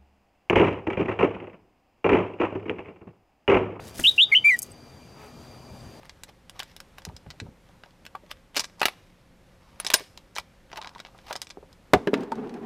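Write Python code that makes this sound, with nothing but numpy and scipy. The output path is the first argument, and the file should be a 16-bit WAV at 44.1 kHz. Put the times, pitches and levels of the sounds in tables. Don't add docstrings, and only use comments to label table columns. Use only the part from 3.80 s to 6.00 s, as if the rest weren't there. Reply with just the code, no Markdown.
import sys
import numpy as np
from scipy import signal
from scipy.fft import rfft, irfft, next_fast_len
from scipy.io import wavfile
from scipy.ndimage import uniform_filter1d, minimum_filter1d, map_coordinates

SR = 44100
rng = np.random.default_rng(int(sys.argv[2]) if len(sys.argv) > 2 else 0)


def unload_audio(sound):
    columns = np.transpose(np.atleast_2d(sound))
    steps = np.round(np.clip(columns, -1, 1) * 32767)
    wavfile.write(sys.argv[1], SR, steps.astype(np.int16))


def attenuation_scalar(level_db):
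    decades = np.asarray(level_db, float) / 20
    return 10 ** decades


N = 97020


def unit(x):
    return x / np.sqrt(np.mean(x ** 2) + 1e-20)


def along(points, hz):
    f, db = np.transpose(points)
    return np.interp(np.log(hz + 1), np.log(f + 1), db)


def wobble(rate):
    knots = rng.standard_normal(int(N * rate / SR) + 4)
    return map_coordinates(knots, [np.arange(N) * rate / SR])


def filtered(x, response):
    m = next_fast_len(x.shape[-1] + 8192)
    spectrum = rfft(x, m) * response(np.fft.rfftfreq(m, 1 / SR))
    return irfft(spectrum, m)[..., :x.shape[-1]]


def rush(spectrum, shape):
    noise = rng.standard_normal(shape)
    return unit(filtered(noise, lambda hz: attenuation_scalar(along(spectrum, hz))))


# f/Hz, level/dB per Hz
TRAFFIC_COLOUR = [(25, -18), (75, 0), (250, -5.5), (700, -10), (1500, -20.5), (4000, -27), (14000, -38),
                  (16000, -50)]
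# t/s, level/dB
TRAFFIC_LEVEL = [(0.0, -45), (0.14, -46), (0.27, -49), (0.44, -52.5), (0.67, -51), (0.85, -51),
                 (1.49, -48.5), (1.84, -47.5), (2.2, -46.5)]


def traffic():
    z = signal.stft(rush(TRAFFIC_COLOUR, (2, N)), nperseg=1024)[2]
    patches = uniform_filter1d(rng.standard_normal(z.shape[1:]), size=8, axis=0)
    patches = uniform_filter1d(patches, size=5, axis=1)
    hum = signal.istft(z * attenuation_scalar(1.5 * unit(patches)), nperseg=1024)[1][:, :N]
    s, db = np.transpose(TRAFFIC_LEVEL)
    return hum * attenuation_scalar(np.interp(np.arange(N) / SR, s, db) + .6 * wobble(13))


# f/Hz, width/Hz, level/dB
WHINES = [(130.5, 25, -60), (241, 17, -60.5), (1230, 31.1, -75.5), (2389, 23, -69.5), (4740, 310, -61),
          (6200, 1100, -70.5)]


def whines():
    out = np.zeros(N)
    for hz, wide, db in WHINES:
        noise = rng.standard_normal(N)
        band = filtered(noise, lambda f: 1 / (1 + ((f - hz) / wide * 2) ** 4))
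        out += attenuation_scalar(db + 0.88 * wobble(2.0)) * unit(band)
    return out


# centre t/s, length/s, f/Hz, level/dB
YAPS = [
    (0.509, 0.055, 420.6, -56.5),
    (1.427, 0.14, 429, -58),
    (1.744, .05, 425, -62.5),
]
YAP_HARMONICS = [5, 2.5, 2, -13.5, -10.5, -9.5, -13]


def dog():
    out, t = np.zeros(N), np.arange(N) / SR
    for at, long, hz, yap_db in YAPS:
        phase = 2 * np.pi * np.cumsum(hz * (1 - .3 * (t - at)) + 8 * wobble(60)) / SR
        stack = sum(attenuation_scalar(db) * np.sin((k + 1) * phase) for k, db in enumerate(YAP_HARMONICS))
        rasp = attenuation_scalar(4) * rush([(300, -24.0), (800, -1.5), (2800, -7.5), (5000, -28.0)], N)
        out += attenuation_scalar(yap_db) * np.exp(-((t - at) / long * 2) ** 2) * (stack + rasp)
    return out


# f/Hz, left over right level/dB
GARDEN_LEAN = [(30, 4), (110, 1.5), (300, 3), (800, 3.5), (2300, -0.5), (4400, 0.7), (7000, 2.5),
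               (11000, 1)]


def garden():
    mid, side = traffic()
    mid = mid + whines() + dog()
    sides = np.array([[1], [-1]])
    leaning = filtered(mid, lambda hz: attenuation_scalar(along(GARDEN_LEAN, hz) / 2 * sides))
    return leaning + attenuation_scalar(-24) * side * sides


# delay t/s, level/dB
WALLS = [(.0045, -36.5), (.009, -29), (.014, -20.5), (.021, -26.5), (.026, -26.5)]
# f/Hz, level/dB
ECHO_COLOUR = [(300, 13), (1950, -7.5), (2350, -13), (3050, -5.5), (3400, -3), (4200, -8.5), (7000, -12),
               (16000, -21.5)]


def echoes(x):
    t = np.arange(SR // 2) / SR
    decay = 0
    for db, t60 in [(-22.5, .14), (-32.5, .55)]:
        decay = decay + attenuation_scalar(db - 60 * t / t60) * np.sqrt(6 * np.log(10) / (t60 * SR))
    noise = rng.standard_normal((2, len(t)))
    tail = (noise[0] + 0.15 * noise) * decay * (t > 0.003)
    tail += attenuation_scalar(-74 - 60 * t / 0.33) * np.sin(2 * np.pi * 3090 * t)
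    for s, db in WALLS:
        tail[:, round(s * SR)] += attenuation_scalar(db)
    coloured = filtered(x, lambda hz: attenuation_scalar(along(ECHO_COLOUR, hz)))
    return signal.fftconvolve(coloured[None], tail, axes=1)[:, :N]


# centre t/s, length/s, level/dB
RUSTLES = [(0.053, 0.047, -51.5), (0.089, 0.037, -50), (0.153, 0.042, -50), (0.186, 0.01, -54.5),
           (0.21, 0.075, -40.5), (0.269, 0.057, -38.5), (0.317, .012, -50), (0.324, 0.037, -51.5),
           (0.343, 0.019, -49.5), (0.372, 0.024, -51), (0.551, 0.079, -55.5), (0.608, .008, -63),
           (0.773, 0.028, -53), (0.852, 0.11, -58), (.92, .03, -65.5), (1.453, 0.076, -63)]
# f/Hz, level/dB per Hz
FEATHER = [(880, -37.5), (1500, -3), (4320, -1), (4870, 1.5), (10600, -2.5), (16000, -11.5)]


def feathers():
    t = np.arange(N) / SR
    level = sum(attenuation_scalar(db) * np.exp(-((t - s) / long * 2) ** 2) for s, long, db in RUSTLES)
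    grain = attenuation_scalar(3 * wobble(90) + 3 * wobble(400))
    return level * unit(grain * rush(FEATHER, N))


# t/s, peak level/dB, t60/s, rise/s, cane ring level/dB
CLAWS = [(0.1958, -13, 0.019, .002, -18), (.1968, -39, 0.006, .0005, -24), (0.198, -16, 0.012, 0.00088, -7),
         (0.23, -23.5, .02, .001, -22.5), (0.24, -35.5, .02, .002, -14), (0.251, -16.5, 0.026, 0.0018, -25),
         (0.2854, -17.5, 0.024, .001, -24), (.784, -25.5, 0.021, .002, -24),
         (0.7898, -12.5, 0.023, 0.00011, -19), (0.8192, -16, .014, 0.00032, -12),
         (0.8256, -19, 0.024, 0.002, -2), (0.8276, -16, 0.026, .001, -8), (.912, -42, 0.048, .004, -20)]
# f/Hz, level/dB per Hz
CLICK = [(1500, -55), (3600, -24), (5000, -9), (6400, -4), (8500, 0), (12000, -2), (14000, -9),
         (16000, -24)]
# f/Hz, level/dB, t60/s
CANE = [(6420, -7, .04), (5500, -18, .015), (8300, -14, .025), (9300, -18, .02), (11500, -18, .015)]


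def claws():
    out, t = np.zeros(N), np.arange(SR // 8) / SR
    for s, db, t60, rise, ring_db in CLAWS:
        ring = 0
        for hz, mode_db, long in CANE:
            mode = np.sin(2 * np.pi * hz * (1 + 0.0099 * rng.normal()) * t)
            ring = ring + attenuation_scalar(mode_db + rng.normal(0, 2.1) - 60 * t / long) * mode
        tick = rush(CLICK, len(t)) * attenuation_scalar(-60 * t / t60) + attenuation_scalar(ring_db + 7) * ring
        out[round(s * SR):][:len(t)] += attenuation_scalar(db - 8) * (1 - np.exp(-t / max(rise, 1e-4))) * tick
    return out


# t/s, level/dB, t60/s
LANDING = [
    (0.193, -24.5, 0.015),
    (0.1966, -21, 0.015),
    (.205, -43, 0.03),
    (.212, -42, 0.094),
]
# f/Hz, level/dB per Hz
THUD = [(18, -34), (30, -11.5), (389, -0.5), (1100, -15), (1390, -5), (3000, -16.5), (3900, -23),
        (6600, -120)]


def landing():
    out, t = np.zeros(N), np.arange(SR // 8) / SR
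    for s, db, t60 in LANDING:
        thud = np.minimum(t * 1000, 1) * rush(THUD, len(t))
        out[round(s * SR):][:len(t)] += attenuation_scalar(db - 60 * t / t60) * thud
    rumble = rush([(25, -3.0), (130, 0.5), (300, -15), (600, -59.0)], len(t))
    sway = attenuation_scalar(-36 - 60 * t / 0.31) * np.sin(np.pi * t / t[-1]) ** .5 * rumble
    out[round(LANDING[0][0] * SR):][:len(t)] += sway
    return out


def chattering_bar():
    at_s, hz, long_s = .9165, 8200, .016
    puff = np.exp(-((np.arange(N) / SR - at_s) / long_s * 2) ** 4)
    return attenuation_scalar(-53) * puff * rush([(hz * .85, -70), (hz, 0), (hz * 1.15, -70)], N)


# t/s, f/Hz, level/dB
NOTES = [
    [(.237, 2850, -29), (.241, 2913, -20), (.249, 2750, -16.5), (.26, 2867, -12), (.271, 3315, -12.5),
     (.277, 3665, -10), (.284, 3803, -10.5), (.296, 3815, -12), (.301, 3600, -39.5)],
    [(.3785, 2774, -19), (.383, 2684, -15), (.398, 2810, -10.5), (.412, 3210, -12.5), (.426, 3703, -7),
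     (.434, 3806, -12), (.439, 3577, -13.5), (.446, 3755, -30), (.452, 3600, -36)],
    [(.5155, 2130, -27), (.521, 2384, -26), (.525, 2104, -18), (.541, 2237, -17), (.545, 1994, -23.5),
     (.549, 2150, -22)],
    [(.546, 2190, -34.5), (.55, 2863, -8.5), (.557, 2863, -7), (.563, 3070, -11.5), (.5765, 3047, -9.5),
     (.5812, 2940, -29), (.585, 3060, -21.5), (.593, 2960, -32)],
    [(.639, 2267, -40.5), (.647, 2307, -20.5), (.657, 2345, -14), (.697, 2378, -16.5), (.706, 2162, -19.5),
     (.72, 2005, -21.5), (.748, 1930, -23.5), (.7595, 1854, -34.5), (.772, 2060, -61)],
]
# warble f/Hz, depth/Hz, dip 0-1, crest t/s, deepest dips t/s, calming t/s
VOICE = [(164, 165, .27, .241, .252, .276), (164, 130, .22, .3828, .385, .42),
         (160, 25, .05, .52, .52, .55), (165, 90, .1, .5592, .556, .57), (130, 25, .26, .7085, .712, .75)]
OVERTONES = [
    [-30, -33, -54, -70, -80, -80],
    [-32, -35, -52, -70, -80, -80],
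    [-35, -43, -41, -41, -46, -62],
    [-38, -48, -50, -64, -75, -80],
    [-36, -37, -37, -45, -45, -52],
]
# overtone growth/dB per kHz of pitch, halfway lines level/dB
RICHNESS = [(11, -50), (11, -52), (0, -44), (4, -55), (-13, -41)]
HALFWAY = [-6, 0, -11, -11, -12, -12]
# f/Hz, level/dB per Hz
BREATH = [(700, -24.5), (1400, -9.5), (3300, -2), (6000, -9.5), (13000, -9), (16000, -25)]


def bird():
    out, t = np.zeros(N), np.arange(N) / SR
    breath = attenuation_scalar(-45) * rush(BREATH, N)
    for rows, voice, overtones, (grow_db, half_db) in zip(NOTES, VOICE, OVERTONES, RICHNESS):
        s, hz, db = np.transpose(rows)
        rate_hz, depth_hz, dip, crest, deepest, calms = voice
        turn = 2 * np.pi * rate_hz * (t - crest) + .3 * wobble(80)
        swing = .5 + .5 * np.clip((calms - t) / 0.0037, 0, 1)
        pitch = np.interp(t, s, hz)
        warbled = pitch + depth_hz * swing * np.cos(turn) + 14 * wobble(300)
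        phase = 2 * np.pi * np.cumsum(warbled) / SR
        bright_db = grow_db * (pitch - hz.max()) / 1000 + np.minimum(np.interp(t, s, db) + 29, 0)
        tone = (1 + attenuation_scalar(-37.5) * wobble(2500)) * np.sin(phase) + breath
        for k, (over_db, line_db) in enumerate(zip(overtones, HALFWAY)):
            multiple = (k + 2) * pitch
            level = attenuation_scalar(over_db + bright_db + 2.5 * wobble(150)) * (multiple < 14500)
            tone += level * np.sin((k + 2) * phase)
            level = attenuation_scalar(half_db + line_db + (k > 1) * bright_db + 3 * wobble(90))
            tone += level * np.sin((k + .5) * phase)
        gate = np.clip(np.minimum(t - s[0], s[-1] - t) / 0.0029, 0, 1)
        lifted_db = db + 9 * attenuation_scalar(db - db.max())
        fade = 1 / (1 + ((t - deepest) / .016) ** 4)
        dips = np.abs(1 - dip * fade * (1 - np.cos(turn - .3)) ** 2 / 2)
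        out += np.sqrt(2) * attenuation_scalar(np.interp(t, s, lifted_db)) * gate * dips * tone
    return out


def lean(left_db):
    return attenuation_scalar([[left_db / 2], [-left_db / 2]])


def scene():
    song = bird()
    feet = claws() + landing() + chattering_bar()
    voice = (song + echoes(song + feet)) * lean(.9)
    return voice + feet * lean(1.6) + feathers() * lean(.3) + garden()


def low_pass(x):
    return signal.sosfilt(signal.butter(12, 16120, fs=SR, output="sos"), x)


def record(dry):
    limit_db, hardness, hold_s, smooth_s, top_hz = -12, 3.55, 0.003, 0.0033, 16120
    size = np.abs(signal.hilbert(dry.mean(axis=0), next_fast_len(N))[:N])
    need = (1 + (size / attenuation_scalar(limit_db + 3)) ** hardness) ** (-1 / hardness)
    held = minimum_filter1d(need, int(hold_s * SR))
    gain = uniform_filter1d(held, int(smooth_s * SR))
    mix = filtered(dry * gain, lambda hz: hz < top_hz)
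    return low_pass(mix)


dry = scene()
out = record(dry)
unload_audio(out)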